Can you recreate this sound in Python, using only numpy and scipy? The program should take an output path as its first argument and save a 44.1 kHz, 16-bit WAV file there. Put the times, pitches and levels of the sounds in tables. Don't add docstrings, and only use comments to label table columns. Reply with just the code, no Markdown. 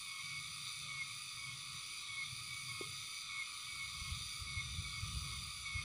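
import sys
import numpy as np
from scipy import signal
from scipy.fft import rfft, irfft, next_fast_len
from scipy.io import wavfile
from scipy.ndimage import uniform_filter1d, map_coordinates

SR = 44100
rng = np.random.default_rng(int(sys.argv[2]) if len(sys.argv) > 2 else 0)


def store_pcm(level_fs):
    pcm = np.round(np.clip(level_fs, -1, 1) * 32767).astype(np.int16)
    wavfile.write(sys.argv[1], SR, np.atleast_2d(pcm).T)


N = 257527

# centre_hz, width_hz, level_db
THROAT_RESONANCES = [(1166.3, 79, -64), (1251.5, 94, -62.5), (1437, 51, -76), (1712, 91, -84.5),
                     (1937, 56, -73), (2238, 105, -58.5), (2469, 155, -59), (3230, 750, -80.5),
                     (3493, 197, -59), (3641, 67, -58), (3810, 530, -56.5), (4436, 280, -61.5),
                     (4738, 140, -58), (5955, 75, -63.5), (5972, 360, -63), (7180, 210, -69.5),
                     (8314, 180, -70.5)]
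# time_s, change_db
HIGH_SWELL = [(0, -3), (.7, 0.5), (1.4, -2), (2.1, 1.5), (2.6, -3), (3.05, 0), (3.7, -1), (4.2, -0.5),
              (4.8, 0.5), (5.2, 0), (5.84, -0.5)]
DEEP_SWELL = [(0, -1.5), (.9, -1.5), (1.7, 1.5), (2.3, -0.5), (2.8, -1), (3.6, 1.5), (4.4, 1), (5, 1.5),
              (5.84, -.5)]
WHISTLE_VOICES = {"near": (2236.5, 2165.5, 6.5, 0.9, -23.5, 0.9),
                  "high": (2271.5, 2185.5, 4, 0.8, -19, 1.27), "throaty": (2222.5, 2170, 1, 2.5, -10, 2.1)}
# start_s, length_s, level_db, voice name
WHISTLED_NOTES = [(0.059, 0.17, -52.5, "throaty"), (.231, 0.19, -48.5, "high"), (.876, 0.16, -41.5, "near"),
                  (1.357, 0.2, -56.5, "throaty"), (1.361, .18, -50, "high"), (2.077, 0.17, -42.5, "near"),
                  (2.483, .26, -50.5, "high"), (2.67, 0.19, -52.5, "throaty"), (3.287, 0.15, -41.5, "near"),
                  (3.671, 0.19, -48.5, "high"), (3.929, 0.201, -54, "throaty"), (4.461, .158, -43, "near"),
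                  (4.836, 0.18, -49.5, "high"), (5.221, 0.16, -54.5, "throaty"),
                  (5.649, .16, -41.5, "near")]
# first_note_s, period_s, length_s, first_pitch_hz, last_pitch_hz, level_db
FAR_WHISTLERS = [(0.659, 1.205, 0.138, 2264, 2260, -61), (.99, 1.221, 0.163, 2360, 2325, -62)]
# swell_db, push_time (share of the note), fundamental_db, flutter_db
FAR_WHISTLE_VOICE = (-1, -2.5, -15.5, 2.5)
# position (share of the cycle), level_db
WING_SCRAPES = [(0, -6), (0.272, -1), (0.519, -5), (.76, -7)]
# frequency_hz, level_db (per Hz)
WING_COLOUR = [(4100, -34), (4550, 7.5), (4690, 9.5), (4850, 8), (5150, -13.5), (7000, -4), (7700, -12.5),
               (9050, -11), (9480, 7), (10250, -13.5), (10600, 0), (11300, -21), (15500, -23.5)]
# centre_hz, width_hz, level_db
WING_RESONANCES = [(12150, 600, -77.5), (13200, 600, -79), (14230, 450, -78.5), (15250, 400, -77.5)]
# time_s, level_db
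INSECT_EFFORT = [(0, 0), (.3, -4), (.65, 0), (1.25, -1), (1.5, -5), (1.85, -1.5), (3.1, 0.5), (3.8, -2),
                 (4.35, 1), (4.85, -4), (5.2, 0.5), (5.84, -2)]
# pitch_hz, level_db, time to fall by 60 dB (s)
KNOCK_TONES = [(380, -23, 0.024), (436, -58, 0.28), (290, -54, 0.03), (795, -46, 0.028)]
# frequency_hz, level_db (per Hz)
RUB_COLOUR = [(15, -54), (25, -21), (38, -26.5), (130, 4.5), (152, 1), (194, -15), (260, -21.5), (340, -25),
              (570, -120)]
RUMBLE_COLOUR = [(15, -58), (25, -33), (61, 3.5), (92, -1), (142, -1), (252, -25), (525, -54.5), (900, -55),
                 (1170, -73), (1980, -120)]
# start_s, length_s, level_db
RUB_STROKES = [(0.246, 0.41, -59.5), (0.814, 0.39, -62.5), (1.38, 0.37, -60.5), (2.145, 0.86, -59)]
# time_s, level_db
RUMBLE_LEVEL = [(3.6, -70.5), (4.05, -53.5), (4.2, -49), (4.28, -60), (4.45, -54.5), (4.8, -47.5),
                (4.93, -55), (5.15, -46), (5.45, -53.5), (5.67, -60.5), (5.76, -49.5), (5.84, -50)]
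# time_s, level_db, pitch_hz
SOFT_BUMPS = [(4.02, -41.5, 66), (4.125, -33, 79), (4.211, -46, 85), (4.421, -40, 89.5), (4.577, -35, 80),
              (4.793, -33, 92), (5.035, -32.5, 86.5), (5.173, -35, 88.6), (5.762, -35.5, 84)]
# frequency_hz, level_db (per Hz)
HISS_COLOUR = [(30, -3.5), (120, 4), (250, -8.5), (500, -14), (900, -17.5), (1700, -16), (3000, 2),
               (6500, -4), (7800, -6), (9100, -1), (9650, 2), (10700, 0), (11400, -17), (15500, -29)]

DEEP_BELOW_HZ, HIGH_ABOVE_HZ = 1600, 3100
NOTE_ATTACK_S, NOTE_RELEASE_S = 0.014, 0.012
PUSH_WIDTH, SAG_POWER = 0.22, 1.26
WING_HZ, BUZZ_DB = 28.1, -55.0
PHRASE_END_S, PHRASE_PERIOD_S = 0.822, 1.197
REST_S, STOP_S, RESUME_S, REST_DB = 0.16, 0.036, 0.16, -8.5
KNOCK_S = 2.8098
HEAVY_START_S, HEAVY_FADE_S = 3.6, 0.07
RUB_ATTACK_S, RUB_RELEASE_S, RUB_REST_DB = 0.042, 0.046, -77
RUB_OFFSET_DB, RUMBLE_OFFSET_DB = -1.0, -0.5
CLICK_DB, CLICKS_PER_S = -27.5, 45
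BUMP_S = 0.008
HISS_DB = -56
TOP_HZ = 15520


def chorus():
    groups = [rattle(pulse_rate=94, spread=0.15, note_db=2.0, count=3) for _ in range(5)]
    high_db, deep_db = curve(HIGH_SWELL), curve(DEEP_SWELL)
    out = np.zeros(N)
    for k, (centre, width, db) in enumerate(THROAT_RESONANCES):
        swell_db = high_db * (centre > HIGH_ABOVE_HZ) + deep_db * (centre < DEEP_BELOW_HZ)
        out += resonance(groups[k % len(groups)], centre, width) * amp(db + swell_db)
    return patchy(out, depth_db=1.5)


def rattle(pulse_rate, spread, note_db, count):
    pulses = np.zeros(N)
    for own, start in rng.standard_normal((count, 2)):
        rate = pulse_rate * np.exp(spread * own + 0.06 * wobble(12))
        whole_cycles = np.floor(start + np.cumsum(rate) / SR)
        beats = np.diff(whole_cycles, prepend=whole_cycles[0])
        pulses += beats * amp(note_db * wobble(19))
    return pulses


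def whistlers():
    out = np.zeros(N)
    for start, length, db, voice in WHISTLED_NOTES:
        out += whistle(start, length, db, *WHISTLE_VOICES[voice])
    for first, period, length, first_hz, last_hz, db in FAR_WHISTLERS:
        for start in np.arange(first, N / SR - length, period):
            out += whistle(start, length, db, first_hz, last_hz, *FAR_WHISTLE_VOICE)
    return outdoors(out, wet_db=-13, t60=0.3)


def whistle(start, length, db, first_hz, last_hz, swell_db, push_at, fundamental_db, flutter_db):
    t = clock() - start
    on = (t > 0) & (t < length)
    t = t[on]
    share = t / length

    def chance(rate):
        return map_coordinates(rng.standard_normal(128), [t * rate], mode="wrap")

    pitch_hz = first_hz + (last_hz - first_hz) * share ** SAG_POWER + 7 * chance(88)
    phase = np.pi * np.cumsum(pitch_hz) / SR
    attack = np.clip(t / NOTE_ATTACK_S, 0, 1)
    release = np.clip((length - t) / NOTE_RELEASE_S, 0, 1)
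    flutter = amp(flutter_db * (chance(170) + chance(49)))
    push = np.exp(-((share - push_at) / PUSH_WIDTH) ** 2)
    main = amp(-swell_db * (1 - push)) * np.sin(2 * phase)
    odd = amp(fundamental_db) * (np.sin(phase) + np.sin(3 * phase))
    out = np.zeros(N)
    out[on] = attack * release * flutter * (main + odd)
    return np.sqrt(2) * amp(db) * out


def insect():
    cycles = np.cumsum(WING_HZ * (1 + 0.0114 * wobble(4.5))) / SR
    scrapes = sum(amp(db) * np.exp(-((cycles - at) % 1) / 0.1) for at, db in WING_SCRAPES)
    strength = uniform_filter1d(scrapes, size=170) + 0.22
    rasp = strength * rng.standard_normal(N)
    buzz = amp(BUZZ_DB) * coloured(rasp, [(1500, -64)] + WING_COLOUR)
    buzz += sum(amp(db) * resonance(rasp, hz, width) for hz, width, db in WING_RESONANCES)
    return buzz * phrasing()


def phrasing():
    since = (clock() - PHRASE_END_S) % PHRASE_PERIOD_S
    stopping = np.clip(since / STOP_S, 0, 1)
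    resuming = np.clip((REST_S + RESUME_S - since) / RESUME_S, 0, 1)
    return unit(amp(curve(INSECT_EFFORT) + REST_DB * stopping * resuming))


def knock():
    t = np.maximum(clock() - KNOCK_S, 0)
    ring = sum(amp(db - 60 * t / t60) * np.sin(2 * np.pi * hz * t) for hz, db, t60 in KNOCK_TONES)
    onset = 1 - np.exp(-t / 0.004)
    return outdoors(ring * onset, wet_db=-13, t60=0.27)


def handling():
    t = clock()
    heavy = np.clip((t - HEAVY_START_S) / HEAVY_FADE_S, 0, 1)
    rub_flutter = amp(RUB_OFFSET_DB + 1.8 * wobble(12))
    rub = noise(RUB_COLOUR) * rubbing() * rub_flutter * (1 - heavy)

    impulses = (rng.random(N) < CLICKS_PER_S / SR) * (2 * rng.random(N) - 1)
    click_colour = [(100, -14), (300, 7.5), (900, -8.0), (2000, -15), (8000, -40)]
    clicks = amp(CLICK_DB) * coloured(impulses, click_colour)
    rumble = coloured(noise(RUMBLE_COLOUR), [(200, -7.0), (500, -6)])
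    rumble = (rumble + clicks) * amp(curve(RUMBLE_LEVEL) + RUMBLE_OFFSET_DB) * heavy

    bumps = np.zeros(N)
    for at, db, hz in SOFT_BUMPS:
        bumps += amp(db) * np.exp(-((t - at) / BUMP_S) ** 2) * np.sin(2 * np.pi * hz * (t - at))
    return rub + rumble + bumps


def rubbing():
    t = clock()
    gain = np.full(N, amp(RUB_REST_DB))
    for start, length, db in RUB_STROKES:
        rise = np.minimum((t - start) / RUB_ATTACK_S, 0)
        fall = np.maximum((t - start - length) / RUB_RELEASE_S, 0)
        gain += amp(db) * np.exp(rise - fall)
    return gain


def field():
    return patchy(noise(HISS_COLOUR), depth_db=2.5) * amp(HISS_DB)


def outdoors(x, wet_db, t60):
    t = np.arange(SR // 2) / SR
    tail = rng.standard_normal(len(t)) * amp(-60 * t / t60)
    return x + amp(wet_db) * signal.fftconvolve(x, tail / np.linalg.norm(tail))[:N]


def patchy(x, depth_db):
    z = signal.stft(x, nperseg=1024)[2]
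    patch = np.outer(np.hanning(7), np.hanning(19))
    gain = signal.fftconvolve(rng.standard_normal(z.shape), patch, "same")
    varied = signal.istft(z * amp(depth_db * unit(gain)), nperseg=1024)[1][:N]
    return unit(varied) * np.std(x)


def resonance(x, centre_hz, width_hz):
    return unit(filtered(x, lambda hz: (1 + 1j * (hz - centre_hz) / width_hz) ** -3))


def noise(spectrum):
    return coloured(rng.standard_normal(N), spectrum)


def coloured(x, spectrum):
    f, db = np.transpose(spectrum)
    return unit(filtered(x, lambda hz: amp(np.interp(np.log(hz + 1), np.log(f), db))))


def filtered(x, response):
    size = next_fast_len(N + 8192)
    return irfft(rfft(x, size) * response(np.fft.rfftfreq(size, 1 / SR)), size)[:N]


def wobble(rate):
    return map_coordinates(rng.standard_normal(1024), [clock() * rate], mode="wrap")


def curve(rows):
    return np.interp(clock(), *np.transpose(rows))


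def clock():
    return np.arange(N) / SR


def unit(x):
    return x / np.sqrt(np.mean(x ** 2) + 1e-20)


def amp(db):
    return 10 ** (np.asarray(db) / 20)


def scene():
    return (chorus() + whistlers() + insect() + knock() + handling() + field())[None]


def record(dry):
    return filtered(dry[0], lambda hz: hz < TOP_HZ)[None]


dry = scene()
out = record(dry)
store_pcm(out)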